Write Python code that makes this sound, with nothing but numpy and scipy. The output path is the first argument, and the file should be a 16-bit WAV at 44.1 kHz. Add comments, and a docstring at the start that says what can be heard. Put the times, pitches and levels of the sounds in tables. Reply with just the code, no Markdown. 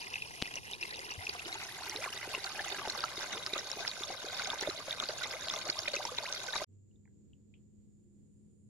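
"""A jet gushes from an irrigation pipe into a flooded furrow: swarms of damped sines over a noise wash.
Heard from behind leaves, with plops (clicks and rings) and taps on the housing (damped sines).
The microphone turns and nears the jet: low gulps and bloops (damped sines), glugs (gliding sines).
The water cuts off. Dry ground: far hum (wavering sines), thin hiss (band noise), ticks (noise snaps).
A low noise rumble lies under both, with a short gap at the cut."""
import sys
import numpy as np
from scipy import signal
from scipy.fft import rfft, irfft, next_fast_len
from scipy.io import wavfile
from scipy.ndimage import map_coordinates

SR = 44100
rng = np.random.default_rng(int(sys.argv[2]) if len(sys.argv) > 2 else 0)


def persist_wave(psi):
    """Save psi, clipped to +-1, as 16-bit WAV."""
    counts = np.round(np.clip(psi, -1, 1) * 32767).astype(np.int16)
    wavfile.write(sys.argv[1], SR, np.atleast_2d(counts).T)


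N = 383225

# Jet position: [t/s, lead of left port/ms, nearness: 0 behind leaves, 1 facing, 2 close]
PLACE = [(0, 0.32, 0.23), (0.33, 0.32, 0.05), (0.7, 0.31, 0.11), (1.15, 0.31, 0.39), (1.5, 0.2, 0.94),
         (1.902, -0.024, 0.99), (2.8, -0.025, 1.28), (3.501, -0.057, 1.78)]
# Jet by place: [nearness, gurgle level/dB, spray level/dB, spread of leads/ms, bank echo level/dB]
LOUDNESS = [(0, -56, -49, 0.029, -12), (1, -50, -49, .11, -5.5), (2, -47.5, -45, .12, -3)]
# Splash colour at each place, relative: [f/Hz, level per Hz/dB]
BEHIND = [(120, -15), (250, -20), (440, -4.5), (600, -14), (950, -4), (1330, -17), (1600, -10),
          (1950, -7.5), (2200, -9), (2700, 0), (3400, -15.5), (5400, -12), (7800, -24.5), (11000, -22.5),
          (15500, -46)]
FACING = [(120, -16), (260, -16.5), (390, -3), (550, -14), (780, -1), (1050, -7.5), (2100, -2), (2800, -1),
          (3200, -3), (4400, -2.5), (6600, -7), (8000, -17), (10500, -13.5), (15500, -26.5)]
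CLOSE = [(120, -11.5), (275, -12.5), (370, -6), (590, 2.5), (900, -2.5), (1550, 0), (1900, -5.5),
         (2300, 0.5), (3000, -7), (3600, 5), (5400, -2), (7000, -2.5), (8100, -22), (10500, -23.5),
         (15500, -30.5)]
# Colour of the churning pool, relative: [f/Hz, level per Hz/dB]
WASH = [(100, -9.5), (400, -4), (1000, 1.5), (1500, -17), (2700, 2), (5500, 1.5), (8000, -15.5), (9300, -1),
        (10800, -3), (12000, -7), (12800, -25), (15500, -26)]
# Colour of the open field's rumble, relative: [f/Hz, level per Hz/dB]
RUMBLE = [(20, -20), (50, -6.5), (100, 4.5), (220, -2.5), (340, -8), (450, -13.5), (650, -32), (1200, -42),
          (5500, -43), (12000, -55.5)]
# Lulls between bursts of splashing: [t/s, gain/dB]
LULLS = [(0.612, -6.5), (0.772, -6.5), (1.17, -3), (2.12, 0), (5.73, -4), (6.599, -5)]
# Loudest drops, each trapping a small bubble: [first contact t/s, reference level/dB, f/Hz]
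PLOPS = [(0.1383, -25.5, 2660), (0.1553, -24, 2610), (0.22, -26.5, 2530), (0.455, -29, 2520),
         (0.5387, -26, 2820), (0.5546, -23.5, 5870), (0.578, -33.5, 2500), (0.716, -34, 3100),
         (0.732, -27.5, 3720), (0.826, -23, 2660), (0.8321, -24, 2680), (0.907, -30.5, 3950),
         (0.9906, -28, 4770), (1.267, -25, 2670), (1.292, -21.5, 4600), (1.393, -28.5, 2550),
         (1.5256, -29, 3900), (1.8947, -21, 5760), (1.9599, -22.5, 3930), (2.0394, -25.5, 2420),
         (2.645, -29, 6800), (2.174, -27, 3760), (2.347, -23.5, 2660), (2.4412, -20.5, 4480),
         (2.8971, -21.5, 4230), (3.0042, -23, 4900), (3.0388, -24, 4220), (3.189, -28.5, 4450),
         (3.4622, -19, 5000), (3.5345, -21.5, 3840), (3.578, -26.5, 3530), (3.7142, -20.5, 5330),
         (3.8763, -18, 5300), (3.913, -25, 3750), (4.034, -22, 3680), (4.3934, -23.5, 4500),
         (4.472, -22.5, 6400), (4.501, -21, 3620), (4.6085, -21.5, 5860), (4.6976, -25.5, 3950),
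         (4.9075, -22.5, 3590), (4.9263, -22, 3700), (4.999, -18, 3600), (5.0363, -21.5, 4100),
         (5.087, -22, 4500), (5.2345, -25.5, 3750), (5.483, -20, 3800), (5.498, -21, 3530),
         (5.5364, -25, 5900), (5.56, -26.5, 3620), (5.698, -14.5, 4470), (5.7891, -18, 5320),
         (5.8757, -23, 2450), (5.8804, -16.5, 3730), (5.953, -24, 5900), (5.9614, -24, 6000),
         (5.964, -26.5, 2500), (6.051, -23, 5300), (6.183, -19, 3720), (6.3241, -21, 5970),
         (6.5548, -30.5, 2420)]
# Knocks on the microphone's housing: [t/s, level/dB, f/Hz, life/cycles]
KNOCKS = [(0.419, -9.5, 3350, 0.25), (0.421, -29, 4250, 1.7), (0.4235, -6, 3430, 0.59),
          (0.424, -16, 264, 0.32), (1.178, -37.5, 93.6, 1.7), (1.3, -57, 79, 7.6)]
# Gulps of the air pocket under the jet: [t/s, level/dB]
GULPS = [(1.291, -35), (1.464, -36), (1.954, -34), (2.276, -34), (2.378, -34), (3.179, -33), (3.363, -35),
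         (3.533, -29), (3.77, -36.5), (4.008, -35), (4.098, -34.5), (4.244, -32), (4.625, -28.5),
         (4.689, -24.5), (5.034, -36), (5.693, -32), (5.967, -34), (6.058, -40)]
# Large bubbles from the plunge: [t/s, level/dB, starting f/Hz, life/cycles]
BLOOPS = [(1.553, -36, 862, 5.9), (1.628, -32.5, 2000, 4.4), (1.863, -35.5, 883, 3.6), (2.06, -33, 689, 3),
          (2.2293, -29.5, 2030, 5.1), (2.339, -28, 1100, 1.3), (2.592, -29, 1700, 11),
          (2.603, -32, 758, 4.6), (2.852, -32, 830, 6.9), (2.875, -22.5, 705, 1), (2.95, -29, 1150, 4.7),
          (3.039, -20, 1275, 6.1), (3.231, -27, 1470, 2.1), (3.33, -26.5, 1970, 2.4),
          (3.562, -27, 610, 1.4), (3.802, -34, 660, 5), (3.85, -24.5, 1830, 2.5), (4.103, -30, 737, 4.2),
          (4.397, -27, 1425, 5.2), (4.42, -30, 2200, 5.8), (4.533, -27.5, 920, 2.9),
          (4.635, -26.5, 1870, 3.9), (4.674, -23.5, 584, 3.4), (4.882, -28.5, 586, 1.9),
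          (5.025, -27.5, 1210, 6.2), (5.092, -28.5, 585, 2.3), (5.328, -30, 1922, 2.2),
          (5.538, -30.5, 1164, 6.8), (5.672, -35.5, 686, 5.9), (5.881, -32, 571, 4.7),
          (5.937, -31, 540, 5.5), (6.052, -27, 880, 3.1), (6.118, -37, 490, 7.3), (6.185, -31, 890, 2.7),
          (6.536, -30.5, 1740, 7), (6.557, -22, 895, 1.4), (6.618, -28, 602, 3.2)]
# Ringing hollows in the water: [t/s, length/s, starting f/Hz, glide/octaves, level/dB]
GLUGS = [(1.807, 0.021, 720, 0.8, -46.5), (1.956, 0.11, 403, 2, -47.5), (2.039, 0.045, 2300, -1.4, -41.5),
         (5.988, .022, 521.4, 1.35, -40), (6.079, 0.02, 1023, 0.25, -40), (6.232, .038, 874, 2.1, -41)]
# Colour of the dry ground's hiss, relative: [f/Hz, level per Hz/dB]
HISS = [(6200, -34), (6800, 7.5), (7500, 4.5), (8000, -8.5), (8500, -7), (9800, -30), (10500, -36.5)]
# Faint ticks over dry ground: [t/s, level/dB, centre f/Hz]
TICKS = [(6.911, -74, 2880), (6.957, -70, 3680), (7.054, -59.5, 2040), (7.056, -71, 890),
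         (7.076, -61.5, 1800), (7.075, -74, 835), (7.333, -56.5, 2830), (7.538, -60.5, 2310),
         (7.54, -55, 2870)]

CUT_S, TOP_HZ = 6.647, 15800  # water off; band limit
SWAY_DB, SWAY_PER_S = -1.24, 4  # uneven flow
DRY_SPRAY_DB = -5.5  # spray re bubbles, before colouring
BANKS_ABOVE_HZ = 730  # lower edge of the bank echo
FACING_DB_PER_MS = 1.5  # gain of the leading port; the other loses as much
LULL_WIDTH_S = 0.022
FOAM_DB, FOAM_LAG_S, FOAM_WIDTH_S = 2, 0.0048, 0.018
AIR_WET_DB, AIR_DRY_DB = -60.5, -62.5  # rumble beside the water, over dry ground
PLOP_DB, CLICK_DB, DROPS_DB = 6.5, -8, -8.5  # ring, click, each droplet re reference level
RING_DELAY_S, RING_SWELL_CYCLES = .0015, 3.3  # contact to ring; swell constant
GULP_HZ, GULP_CYCLES = 373, 1.5  # median pitch, life
BLOOP_RISE = 0.035  # pitch gain per life, as a share of starting pitch
CHURN_DB, CHURN_LAG_S = -11, 0.005  # lesser bubbles: level re large one, time scatter
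LOW_HUM_HZ, LOW_HUM_DB, HIGH_HUM_HZ, HIGH_HUM_DB = 97.6, -82, 207, -67
SWELL_AT_S, SWELL_WIDTH_S, SWELL_DB = 6.77, 0.16, -58.5
HIGH_HUM_S, HIGH_HUM_ATTACK_S = 6.88, 0.13
THIRD_HUM_S, THIRD_HUM_HZ, THIRD_HUM_DB = 8.08, 350, -74
HISS_DB, BRIGHT_HISS_DB = -81.0, -88.5
TICK_T60_S, TICK_TAIL_DB, TICK_TAIL_T60_S = 0.0061, -20, 0.15
TICK_HALF_WIDTH_HZ = 390  # strongest tick; weaker ones are narrower


def amp(db):
    """Amplitude ratio of a level in dB."""
    return 10 ** (np.asarray(db) / 20)


def unit(x):
    """x at rms 1."""
    return x / np.sqrt(np.mean(x ** 2) + 1e-20)


def along(points, hz):
    """Interpolates (f/Hz, value) points on a log frequency axis."""
    f, v = np.transpose(points)
    return np.interp(np.log(hz + 1), np.log(f + 1), v)


def wobble(knots_per_s):
    """Smooth random curve through normally distributed knots."""
    knots = rng.standard_normal(4096)
    return map_coordinates(knots, [np.arange(N) * knots_per_s / SR], mode="wrap")


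def bump(centre_s, width_s):
    """Gaussian rise to 1 and back."""
    return np.exp(-np.minimum(((np.arange(N) / SR - centre_s) / width_s) ** 2, 20))


def filtered(x, gain):
    """Minimum-phase filter with the given gain of frequency, by folding the cepstrum."""
    m = 2 * next_fast_len(N // 2 + SR // 8)
    cepstrum = irfft(np.log(np.maximum(gain(np.fft.rfftfreq(m, 1 / SR)), 1e-6)))
    cepstrum[1:m // 2] *= 2
    cepstrum[m // 2 + 1:] = 0
    response = np.exp(rfft(cepstrum))
    return irfft(rfft(x, m) * response, m)[..., :N]


def coloured(x, spectrum):
    """x shaped by (f/Hz, level/dB) points, at rms 1."""
    return unit(filtered(x, lambda hz: amp(along(spectrum, hz))))


def rush(spectrum, alike_hz):
    """Stereo noise of rms 1; the ports grow alike below alike_hz."""
    mid, side = rng.standard_normal((2, N))
    side = filtered(side, lambda hz: hz ** 2 / np.hypot(hz ** 2, alike_hz ** 2))
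    return coloured(np.array([mid + side, mid - side]), spectrum)


def rings(start_s, size, hz, cycles, rise, lead_ms, pan_db, swell_cycles=0.26):
    """Damped, pitch-gliding sines with their own time and level offsets between ports."""
    life_s = cycles / hz
    length = (5 * life_s * SR).astype(int) + 2
    # all rings laid end to end: owner and sample offset of each entry
    which = np.repeat(np.arange(len(start_s)), length)
    step = np.arange(len(which)) - np.repeat(np.cumsum(length) - length, length)
    age = step / (life_s * SR)[which]  # in lives
    turns = cycles[which] * age * (1 + rise[which] * age / 2)
    envelope = np.exp(-age) * (1 - np.exp(-turns / swell_cycles))
    wave = size[which] * envelope * np.sin(2 * np.pi * turns)
    ports = []
    for side in (1, -1):
        first = np.maximum(np.round((start_s - side * lead_ms / 2e3) * SR), 0).astype(int)
        level = amp(side * pan_db / 2)[which]
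        ports.append(np.bincount(first[which] + step, wave * level, N)[:N])
    return np.array(ports)


def lead_at(s):
    """Lead of the jet's sound at the left port, in ms."""
    times, lead_ms, _ = np.transpose(PLACE)
    return np.interp(s, times, lead_ms)


def nearness_at(s):
    """Nearness of the jet at the times s."""
    times, _, nearness = np.transpose(PLACE)
    return np.interp(s, times, nearness)


def by_nearness(table, s):
    """Each column of a (nearness, ..) table at the times s."""
    places, *cols = np.transpose(table)
    return [np.interp(nearness_at(s), places, c) for c in cols]


def banks(x):
    """Adds the very short, mostly treble echo scattered by banks and leaves: decaying noise taps."""
    t = np.arange(SR // 20) / SR
    tail = rng.standard_normal((2, len(t))) * amp(-60 * t / .022) * (t > .001)
    tail /= np.linalg.norm(tail, axis=1, keepdims=True)
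    echo = signal.fftconvolve(x, tail, axes=1)[:, :N]
    echo = filtered(echo, lambda hz: hz ** 2 / (hz ** 2 + BANKS_ABOVE_HZ ** 2))
    echo_db = by_nearness(LOUDNESS, np.arange(N) / SR)[3]
    return x + amp(echo_db) * echo


def bubbles(surge, low_hz, high_hz, cycles, spread_db, clump_db, rise, pan_db, count):
    """Bubble swarm, clumped in level by surge; higher-pitched bubbles ring more cycles on average."""
    when, fraction, rank = rng.random((count, 3)).T
    damping, glide, place, tilt = rng.standard_normal((count, 4)).T
    start_s = when * CUT_S
    # pitch is uniform in its cube root
    hz = (np.cbrt(low_hz) + fraction * (np.cbrt(high_hz) - np.cbrt(low_hz))) ** 3
    clump = clump_db * surge[(start_s * SR).astype(int)]
    size = hz ** .7 * amp(spread_db * np.minimum(-np.log(rank), 3.1) + clump)
    life = cycles * (hz / 1500) ** .1 * np.exp(.45 * damping)
    # large bubbles form where the jet plunges and glide most; small ones are flung wide
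    rise = rise * (.8 + glide).clip(-.5, 3) * np.minimum(900 / hz, 1)
    flung = hz / np.hypot(hz, 1300)
    width_ms = by_nearness(LOUDNESS, start_s)[2]
    lead_ms = lead_at(start_s) + width_ms * flung * place
    return rings(start_s, size, hz, life, rise, lead_ms, pan_db * tilt * np.sqrt(hz / high_hz))


def jet():
    """Ringing bubbles and dry spray thrown up together as lumps land; colour and level follow place."""
    lump = .22 * wobble(28) + .25 * wobble(110)  # shared by both swarms

    def surge():
        return np.tanh(lump + .2 * wobble(28) + .45 * wobble(110) + .25 * wobble(330))

    swarm = unit(bubbles(surge(), low_hz=200, high_hz=13000, cycles=4.8, spread_db=4.7,
                         clump_db=5.2, rise=.12, pan_db=7, count=12000))
    spray = unit(bubbles(surge(), low_hz=500, high_hz=13000, cycles=.7, spread_db=4.6,
                         clump_db=7, rise=.02, pan_db=9, count=9000))
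    splash = banks(swarm + amp(DRY_SPRAY_DB) * spray)
    t = np.arange(N) / SR
    nearness = nearness_at(t)
    heard = np.zeros((2, N))
    for k, colour in enumerate((BEHIND, FACING, CLOSE)):
        heard += np.maximum(1 - abs(nearness - k), 0) * coloured(splash, colour)
    # below and above 2 kHz are levelled apart
    gurgle = signal.sosfiltfilt(signal.butter(4, 2000, fs=SR, output="sos"), heard)
    gurgle_db, spray_db = by_nearness(LOUDNESS, t)[:2]
    levelled = amp(gurgle_db) * unit(gurgle) + amp(spray_db) * unit(heard - gurgle)
    return amp(SWAY_DB * wobble(SWAY_PER_S)) * levelled


def lumps():
    """Jet gain: foam swells around each listed drop, bubble and gulp."""
    t = np.arange(N) / SR
    events = list(PLOPS) + list(BLOOPS) + list(GULPS)
    hits = np.bincount([int((row[0] + FOAM_LAG_S) * SR) for row in events], minlength=N)
    shape = np.exp(-((t[:SR // 5] - .1) / FOAM_WIDTH_S) ** 2)
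    return amp(FOAM_DB * np.tanh(signal.fftconvolve(hits, shape, "same")))


def lulls():
    """Splash gain: slackens for a moment between bursts."""
    return amp(sum(db * bump(s, LULL_WIDTH_S) for s, db in LULLS))


def wash():
    """Soft noise of the churning pool, early at the port that faces it; lulls act at half depth in dB."""
    level = np.sqrt(lulls()) * amp(-56.0 + 1.6 * wobble(16))
    noise = level * rush(WASH, alike_hz=4500)
    index = np.arange(N)
    shift = lead_at(index / SR) * SR / 2e3  # samples
    left = map_coordinates(noise[0], [index + shift])
    right = map_coordinates(noise[1], [index - shift])
    return np.array([left, right])


def field_rumble():
    """Mostly low, wavering noise of the open field, nearly alike at both ports only at the very bottom."""
    return amp(wobble(12.0)) * rush(RUMBLE, alike_hz=25)


def plops(count=5):
    """A drop's bubble closes with a click and rings a few cycles while droplets land around it."""
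    s, db, hz = np.transpose(PLOPS)
    s = s + RING_DELAY_S
    damping, glide, place = rng.standard_normal((len(s), 3)).T
    lead_ms = lead_at(s) + 0.058 * place
    cycles = 5 * np.exp(.2 * damping)
    ring = rings(s, amp(db + PLOP_DB), hz, cycles, 0.025 * glide, lead_ms, place, RING_SWELL_CYCLES)
    click_hz = 4000 * np.exp(.2 * glide)
    click = rings(s, amp(db + CLICK_DB), click_hz, np.full(len(s), .9), 0 * s, lead_ms, place)
    late, pitch, pan = rng.standard_normal((len(s) * count, 3)).T
    s, db, lead_ms = np.repeat([s, db, lead_ms], count, axis=1)
    drop_s = s + 0.00095 + 0.0018 * late
    drop_hz = 3800 * np.exp(.35 * pitch.clip(-2, 1.6))
    drops = rings(drop_s, amp(db + DROPS_DB), drop_hz, np.full(len(s), 1.8), 0 * s,
                  lead_ms + 0.078 * pan, 2 * pan)
    return ring + click + drops


def knocks():
    """Taps and soft bumps, damped sines, as the microphone moves through the plants; left is louder."""
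    s, db, hz, cycles = np.transpose(KNOCKS)
    return rings(s, amp(db), hz, cycles, 0 * s, 0 * s, np.full(len(s), 7.))


def gulps():
    """The air pocket under the jet collapses: a short, low damped sine of nearly constant pitch."""
    s, db = np.transpose(GULPS)
    hz = GULP_HZ * np.exp(.06 * rng.standard_normal(len(s)))
    return rings(s, amp(db), hz, np.full(len(s), GULP_CYCLES), 0 * s, lead_at(s), 0 * s)


def bloops(count=3):
    """A large bubble's damped note rises as it nears the surface; lesser ones tear off around it."""
    s, db, hz, cycles = np.transpose(BLOOPS)
    place = rng.standard_normal(len(s))
    rise = np.full(len(s), BLOOP_RISE)
    note = rings(s, amp(db), hz, cycles, rise, lead_at(s) + 0.04 * place, place)
    late, pitch, pan = rng.standard_normal((len(s) * count, 3)).T
    s, db, hz = np.repeat([s, db, hz], count, axis=1)
    churn_s = s + CHURN_LAG_S * abs(late)
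    churn_hz = np.maximum(hz * 2 ** pitch.clip(-1, 1.5), GULP_HZ)
    churn = rings(churn_s, amp(db + CHURN_DB), churn_hz, np.full(len(s), 2), 0 * s,
                  lead_at(s) + 0.086 * pan, pan)
    return note + churn


def glugs():
    """Hollows ring as sines of uneven pitch and level, gliding ever faster; same at both ports."""
    out = np.zeros(N)
    waver, flutter = np.exp(.06 * wobble(200)), amp(4 * wobble(150))
    for s, length_s, hz, octaves, db in GLUGS:
        span = round(s * SR) + np.arange(round(length_s * SR))
        progress = np.linspace(0, 1, len(span))
        pitch = hz * 2 ** (octaves * progress ** 1.7) * waver[span]
        envelope = np.minimum(10 * np.minimum(progress, 1 - progress), 1)
        tone = np.sin(2 * np.pi * np.cumsum(pitch) / SR)
        out[span] += amp(db) * envelope * flutter[span] * tone
    return out


def hum():
    """Far sines wavering in level and phase: low swells and sinks, high rises and holds, a third passes."""
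    t = np.arange(N) / SR
    low = amp(LOW_HUM_DB) + amp(SWELL_DB) * np.exp(-abs(t - SWELL_AT_S) / SWELL_WIDTH_S)
    high = amp(HIGH_HUM_DB) * np.clip((t - HIGH_HUM_S) / HIGH_HUM_ATTACK_S, 0, 1)
    third = amp(THIRD_HUM_DB) * bump(THIRD_HUM_S, SWELL_WIDTH_S)
    out = np.zeros(N)
    for hz, level in ((LOW_HUM_HZ, low), (HIGH_HUM_HZ, high), (THIRD_HUM_HZ, third)):
        tone = np.sqrt(2) * np.sin(2 * np.pi * hz * t + .5 * wobble(10.0))
        out += level * amp(1.8 * wobble(13)) * tone
    return out


def hiss():
    """Thin band of noise, joined later by a higher band."""
    fade_in = np.interp(np.arange(N) / SR, [7.4, 8.6], [0, 1])
    bright = rush([(8300, -38.5), (8700, 5), (9900, -2.5), (10300, -44.5)], alike_hz=3000)
    return amp(HISS_DB) * rush(HISS, alike_hz=2970) + amp(BRIGHT_HISS_DB) * fade_in * bright


def ticks():
    """Snaps of band-passed noise with a weak tail, partly alike at the ports."""
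    out, t = np.zeros((2, N)), np.arange(SR // 10) / SR
    fade = amp(-60 * t / TICK_T60_S) + amp(TICK_TAIL_DB - 60 * t / TICK_TAIL_T60_S)
    strongest_db = max(row[1] for row in TICKS)
    for s, db, hz in TICKS:
        half_hz = TICK_HALF_WIDTH_HZ * amp((db - strongest_db) / 2)
        band = signal.butter(3, [hz - half_hz, hz + half_hz], "band", fs=SR, output="sos")
        noise = rng.standard_normal(len(t)) + rng.standard_normal((2, len(t)))
        burst = signal.sosfilt(band, fade * noise)
        out[:, round(s * SR):][:, :len(t)] += amp(db) * burst / abs(burst).max()
    return out


def scene():
    """Water until the cut, then dry ground; field rumble under both."""
    t = np.arange(N) / SR
    before = np.clip((CUT_S - t) / .004, 0, 1)
    after = np.clip((t - CUT_S - .02) / .05, 0, 1)
    # the port that faces the jet hears it louder
    facing = amp(FACING_DB_PER_MS * lead_at(t) * np.array([[1], [-1]]))
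    large = plops() + gulps() + banks(bloops())
    water = facing * (lulls() * lumps() * jet() + large) + glugs() + wash() + knocks()
    dry_ground = hum() + hiss() + ticks()
    air = field_rumble()
    return before * (water + amp(AIR_WET_DB) * air) + after * (dry_ground + amp(AIR_DRY_DB) * air)


def record(dry):
    """Tilts the ports, right brighter than left, and removes all from TOP_HZ up."""
    m = next_fast_len(N + SR // 4)
    hz = np.fft.rfftfreq(m, 1 / SR)
    left_re_right_db = along([(1200, 0), (4400, -1.0), (9000, -3.5)], hz)
    gain = amp([left_re_right_db / 2, -left_re_right_db / 2]) * (hz < TOP_HZ)
    return irfft(rfft(dry, m) * gain, m)[:, :N]


dry = scene()
out = record(dry)
persist_wave(out)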